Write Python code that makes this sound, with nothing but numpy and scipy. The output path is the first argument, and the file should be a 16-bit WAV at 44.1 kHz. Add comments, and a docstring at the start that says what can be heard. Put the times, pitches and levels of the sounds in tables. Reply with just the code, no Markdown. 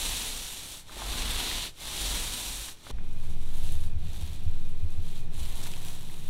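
"""In a room, a paint roller works up and down a plasterboard wall, first nearly dry, then loaded.
Nearly dry, its tacky nap (the fuzzy cover) tears off the wall in a loud, dense rasp and the board drums.
Then the scene switches abruptly: loaded with paint, the roller gives a soft, sparse crackle as threads
of paint snap. Its frame ticks now and then. Behind the loaded roller are dull bumps, the room's hum
and a slow sway of the air, too low to hear."""
import sys
import numpy as np
from scipy import signal
from scipy.fft import rfft, irfft, next_fast_len
from scipy.io import wavfile

SR = 44100
rng = np.random.default_rng(int(sys.argv[2]) if len(sys.argv) > 2 else 0)


def int16_out(signal):
    """Quantize to a 16-bit WAV file."""
    q = np.round(np.clip(np.atleast_2d(signal).T, -1, 1) * 32767)
    wavfile.write(sys.argv[1], SR, q.astype(np.int16))


N = 277697
TIME, FREQS = np.arange(N) / SR, np.fft.rfftfreq(N, 1 / SR)

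# Strokes, up and down in turn. The roller has three bands: body (low), rasp (middle), fizz (high).
# start t/s, fastest t/s, stop t/s, rasp level/dB before wall patches, swell/dB, fade/dB,
# body above rasp/dB, its drift along the stroke/dB, fizz above rasp/dB, its drift/dB
DRY_STROKES = [(-0.3, 0.121, 0.85, -36, 7, 14, -7, 1, 1, 3),
               (0.832, 1.423, 1.727, -35.5, 16.5, 0.5, -4.5, -10, -2.5, -4),
               (1.738, 2.136, 2.764, -36.5, 8.5, 8.5, -5.5, -0.5, 1.04, 5),
               (2.784, 2.92, 3.13, -48, 9, 0, -2.5, -2, -2, 0)]
WET_STROKES = [(2.968, 3.724, 3.94, -55.5, 10.3, 2.2, -2.5, -2, 0.79, 2.5),
               (3.944, 4.19, 5.31, -56, 1.1, 8, -6, -2, -1.2, 2),
               (5.276, 5.67, 7.2, -50, 4.7, 14, -4.5, -5, 1.9, 2.5)]
# Tackier (+) and slicker (-) patches of wall: t/s, width/s, boost/dB
WALL_PATCHES = [(0.74, .09, 2), (1.15, .16, 1.5), (3.4, 0.35, -2.5), (3.65, 0.16, 3.5), (4.2, 0.16, 3.5),
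                (4.8, 0.47, -3.5), (5.12, 0.18, 8.5), (5.43, 0.067, 1), (5.65, 0.11, 1), (5.88, 0.069, 4)]
# Tone colour of the nap peeling off the wall: f/Hz, relative level/dB
DRY_COLOUR = [(60, 3), (130, -3.5), (240, 0), (520, -4.5), (1300, -6), (2000, -7), (3000, -4), (4200, -4),
              (5000, -8.5), (6700, -5.5), (8800, -4.5), (11000, -8), (13000, -12), (15800, -18.5)]
WET_COLOUR = [(130, -13), (260, 2.5), (550, -4), (800, -5), (1400, -8), (2000, -8.5), (3000, -5),
              (4200, -5), (5000, -10), (6700, -5), (8800, -4), (11000, -5), (13000, -9), (15800, -15)]
# Pitches at which the hollow roller rings: f/Hz, width/Hz, boost/dB
ROLLER_RINGS = [(904, 270, 3.5), (3686, 730, 3.5), (5780, 440, 3)]
# Tone colour of the board drumming under the roller: f/Hz, relative level/dB
DRY_BOARD = [(12, -12), (25, 8.5), (38, -8.5), (48, 8), (62, -12.5), (85, -12), (125, -19), (220, -31)]
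WET_BOARD = [(15, -6.5), (35, 5), (55, -4.5), (78, 1), (105, -11.5), (160, -28), (300, -44)]
# The arm leans on the loaded roller near a turn: t/s, relative level/dB, rise/(dB/s), fall/(dB/s)
ARM_LEANS = [(3.78, -36, 17.5, 11), (5.43, -38.5, 70, 30)]
# Frame ticks and paint pops: t/s, relative level/dB, f/Hz, width as a share of f, time to fade 60 dB/s
TICKS = [(0.894, -37, 1319, 0.62, 0.035), (0.966, -34, 447, 0.52, 0.041), (0.993, -36, 797, 1, 0.027),
         (1.0193, -29, 1070, 0.67, 0.03), (1.5137, -24, 2200, 0.43, 0.012), (1.652, -32, 950, 1.1, 0.014),
         (2.6854, -35, 1240, 1.1, 0.019), (2.867, -33, 1100, 2, 0.028), (2.896, -40, 560, 0.41, 0.052),
         (2.9037, -27.5, 228, 0.43, 0.12), (2.905, -30, 730, 0.76, 0.028), (2.985, -36, 2000, 0.5, 0.014),
         (3.691, -40, 3400, .4, .012), (3.7226, -34, 9000, .5, .008), (4.1332, -39, 7000, .7, 0.011),
         (4.3606, -43, 8000, .6, .012), (5.631, -36, 6050, .9, 0.073), (5.6591, -29.5, 1490, 0.37, 0.013),
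         (5.7377, -27, 3200, 0.71, 0.007), (6.098, -43, 1950, .2, 0.022)]
# Dull bumps: t/s, level/dB, f/Hz
BUMPS = [(2.925, -28, 44.7), (3.273, -30.5, 73.4), (3.946, -24, 75.4), (4.213, -25.5, 73.6),
         (4.454, -22, 77.5), (4.822, -23.5, 78.4), (4.971, -27.5, 81.6), (5.374, -32, 54.7)]
# Tone colour of the room's steady noise in each scene: f/Hz, relative level/dB
DRY_ROOM = [(15, 4), (45, -17), (100, -13), (300, -25.5), (800, -35), (1500, -37), (3500, -44), (6000, -38),
            (15800, -59)]
WET_ROOM = [(20, 2), (60, -11.5), (120, -5.5), (165, -11), (210, -15.5), (290, -22), (380, -22.5),
            (580, -30.5), (820, -31.5), (1400, -36.5), (3700, -38), (4900, -46.5), (9000, -54),
            (15800, -67)]
# Narrow bands of hum in the room: f/Hz, width/Hz, level/dB
HUM_BANDS = [(120.4, 3.6, -63), (157.4, 11.6, -53.5), (340, 17, -70), (734, 49, -72), (2478, 75, -69),
             (5700, 310, -77)]
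# Strength of the air's slow sway: t/s, level/dB
AIR_SWAY = [(2.95, -33.5), (3.0, -23), (3.76, -17), (4.32, -33), (4.49, -18), (6.26, -28.5), (6.29, -23)]


def dry_roller():
    """Tacky nap tears off the wall in dense clumps, and its tugs set the board drumming."""
    crackle = paint_snaps(per_s=15000, spread_db=1.0, snap_s=.0002) * gain_of(0.78 * wander(47))
    crackle = room_echo(wall_echo(crackle, share=0.021), echo_db=-10, fade_s=0.33)
    tug = stroke_gains(DRY_STROKES)[0]
    drum = gain_of(-34) * (tug / tug.max()) ** 1.48 * board_noise(DRY_BOARD)
    return peeling_nap(crackle, DRY_STROKES, DRY_COLOUR, rub=0.24, turn_db=(-66, -62, -64)) + drum


def wet_roller():
    """Loaded nap gives fewer, more separate snaps, and the board rumbles as the arm leans in."""
    crackle = paint_snaps(per_s=4200, spread_db=3.5, snap_s=.00012) * gain_of(1.8 * wander(27))
    crackle = room_echo(wall_echo(crackle, share=0.061), echo_db=-5.5, fade_s=0.36)
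    leans_db = [db - np.maximum(rise * (s - TIME), fall * (TIME - s)) for s, db, rise, fall in ARM_LEANS]
    rumble = gain_of(np.max(leans_db, axis=0) + 3) * board_noise(WET_BOARD)
    return peeling_nap(crackle, WET_STROKES, WET_COLOUR, rub=0.84, turn_db=(-74, -69, -71.5)) + rumble


def paint_snaps(per_s, spread_db, snap_s, size=64):
    """Threads of paint stretch and snap behind the roller: tiny bursts of noise, a few of them large."""
    count = int(per_s * N / SR)
    when, strength, length = rng.random((count, 3)).T
    loudness = gain_of(spread_db * np.minimum(-np.log(1 - strength), 5))
    decay_s = snap_s * 2 ** (2 * length - 1)  # from half to twice the usual length
    bursts = rng.standard_normal((count, size)) * np.exp(-TIME[:size] / decay_s[:, None])
    bursts *= (loudness / np.linalg.norm(bursts, axis=1))[:, None]
    places = (when * N).astype(int)[:, None] + np.arange(size)
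    return evened(np.bincount(places.ravel(), bursts.ravel(), N)[:N])


def peeling_nap(crackle, strokes, colour, rub, turn_db):
    """The snaps sound through the hollow roller in three bands, which rise and fall with each stroke."""
    rings_db = sum(db * bell(FREQS, hz, width) for hz, width, db in ROLLER_RINGS)
    tone = spectrum(colour) * gain_of(rings_db)
    low = 1 / (1 + (FREQS / 2100) ** 6)
    high = 1 - 1 / (1 + (FREQS / 5000) ** 12)
    rubbing = crackle + rub * rng.standard_normal(N)  # the nap's steady rub smooths all but the treble
    body = coloured(rubbing, tone * low)
    rasp = coloured(rubbing, tone * (1 - low - high))
    fizz = coloured(crackle, tone * high)
    # Each band keeps a faint crackle, at turn_db, while the roller turns round.
    bands = zip((body, rasp, fizz), stroke_gains(strokes), turn_db)
    return sum(band * np.hypot(gain, gain_of(db)) for band, gain, db in bands)


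def stroke_gains(strokes, start_s=0.084, brake_s=0.066):
    """Strength of body, rasp and fizz over time: each stroke sets off, swells, fades and brakes."""
    bands = np.zeros((3, N))
    for start, fastest, stop, db, swell_db, fade_db, body_db, body_drift, fizz_db, fizz_drift in strokes:
        before = np.clip((fastest - TIME) / (fastest - start), 0, 1) ** 1.63
        after = np.clip((TIME - fastest) / (stop - fastest), 0, 1) ** 0.77
        setting_off = np.tanh(np.maximum(TIME - start, 0) / start_s)
        braking = np.tanh(np.maximum(stop - TIME, 0) / brake_s)
        grip = (setting_off * braking) ** 1.47  # the rasp grows faster than the speed
        rasp = grip * gain_of(db - swell_db * before - fade_db * after)
        past_middle = np.clip((TIME - start) / (stop - start), 0, 1) - .5
        body = rasp * gain_of(body_db + body_drift * past_middle)
        fizz = rasp * gain_of(fizz_db + fizz_drift * past_middle)
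        bands += [body, rasp, fizz]
    return bands * gain_of(sum(db * bell(TIME, s, width) for s, width, db in WALL_PATCHES))


def board_noise(colour):
    """The plasterboard shakes with a deep noise, all below 400 Hz."""
    return noise(spectrum(colour) * (FREQS < 400))


def ticks():
    """The frame ticks and paint pops: each is a quickly dying burst of noise around its own pitch."""
    t, out = TIME[:SR // 10], np.zeros(N)
    f = np.fft.rfftfreq(len(t), 1 / SR)
    for s, db, hz, share, fade_s in TICKS:
        off_pitch = 2 * (f - hz) / (hz * share)
        ring = irfft(rfft(rng.standard_normal(len(t))) / (1 + off_pitch ** 2), len(t))
        add(out, s, evened(ring) * gain_of(db - 60 * t / fade_s) / 2)
    return room_echo(out, echo_db=-8, fade_s=0.19)


def bumps(rise_s=0.0096):
    """A soft push swells and rings for a few low cycles."""
    t, out = TIME[:SR // 4], np.zeros(N)
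    swell = (t / (2 * rise_s)) ** 2 * np.exp(2 - t / rise_s)
    for s, db, hz in BUMPS:
        add(out, s, gain_of(db) * swell * np.sin(2 * np.pi * hz * t))
    return out


def wall_echo(x, share, near_lag_s=0.000986, far_lag_s=0.00111):
    """A close echo off the wall: its delay swings with the strokes and slowly colours the hiss."""
    turns = [row[0] for row in DRY_STROKES + WET_STROKES] + [WET_STROKES[-1][2]]
    stroke_number = np.interp(TIME, turns, np.arange(len(turns)) + 1)
    far = .5 + .5 * np.cos(np.pi * stroke_number)
    lag_s = near_lag_s + (far_lag_s - near_lag_s) * far
    return evened(x + share * np.interp(TIME - lag_s, TIME, x))


def room_echo(x, echo_db, fade_s, patterns=4):
    """Adds a wash of echoes that dies by 60 dB in fade_s; its pattern shifts, as for a moving roller."""
    t, out = TIME[:SR // 3], x
    for k in range(patterns):
        echoes = rng.standard_normal(len(t)) * (rng.random(len(t)) < 0.1)
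        echoes *= gain_of(-60 * t / fade_s) * (t > .003)
        share = np.sin(np.pi * (2 * TIME + k / patterns)) * np.sqrt(2 / patterns)  # squares sum to 1
        out = out + gain_of(echo_db) * signal.oaconvolve(share * x, echoes / np.linalg.norm(echoes))[:N]
    return out


def humming_room(sway_hz=10.5):
    """The room's steady noise with narrow bands of hum, and air swaying too slowly to hear."""
    hum = sum(gain_of(db) * noise(bell(FREQS, hz, width)) for hz, width, db in HUM_BANDS)
    cycles = np.cumsum(sway_hz * (1 + 0.024 * wander(2.035))) / SR
    sway_db = np.interp(TIME, *np.transpose(AIR_SWAY))
    sway = gain_of(sway_db) * np.sqrt(2) * np.sin(2 * np.pi * cycles)
    return gain_of(-42.5) * noise(spectrum(WET_ROOM)) + hum + sway


def gain_of(db):
    """Turns decibels into a number to multiply by."""
    return 10 ** (np.asarray(db) / 20)


def evened(x):
    """Scales a sound to an average strength (rms) of 1."""
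    return x / np.sqrt(np.mean(x ** 2) + 1e-20)


def spectrum(points):
    """Joins (f/Hz, level/dB) points into a gain for every frequency."""
    hz, db = np.transpose(points)
    return gain_of(np.interp(np.log(FREQS + 1), np.log(hz + 1), db))


def bell(x, centre, width):
    """A smooth hump of height 1."""
    return np.exp(-2 * ((x - centre) / width) ** 2)


def coloured(x, gain):
    """Turns each frequency of x up or down, then scales the result to strength 1."""
    size = next_fast_len(N)
    curve = np.interp(np.fft.rfftfreq(size, 1 / SR), FREQS, gain)
    return evened(irfft(rfft(x, size) * curve, size)[:N])


def noise(gain):
    """Random noise of a given tone colour, at strength 1."""
    return coloured(rng.standard_normal(N), gain)


def wander(hz):
    """A random wobble, up to about hz changes a second."""
    return noise(np.exp(-(FREQS / hz) ** 2))


def add(mix, s, sound):
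    """Lays a sound into the mix at time s."""
    part = mix[round(s * SR):][:len(sound)]
    part += sound[:len(part)]


def scene(switch_s=2.913):
    """The nearly dry roller, then a sudden switch to the loaded one."""
    dry_scene = dry_roller() + gain_of(-47.5) * noise(spectrum(DRY_ROOM))
    wet_scene = wet_roller() + humming_room() + bumps()
    wet_share = np.clip((TIME - switch_s) / .001, 0, 1)
    ticks_on = (TIME < switch_s) | (TIME > switch_s + .065)  # ringing ticks stop with the first scene
    return ((1 - wet_share) * dry_scene + wet_share * wet_scene + ticks_on * ticks())[None]


def record(dry):
    """Removes the very highest treble, above 15800 Hz."""
    low_pass = signal.firwin(511, 15800, window=("kaiser", 9), fs=SR)
    return signal.oaconvolve(dry, low_pass[None], "same")


dry = scene()
out = record(dry)
int16_out(out)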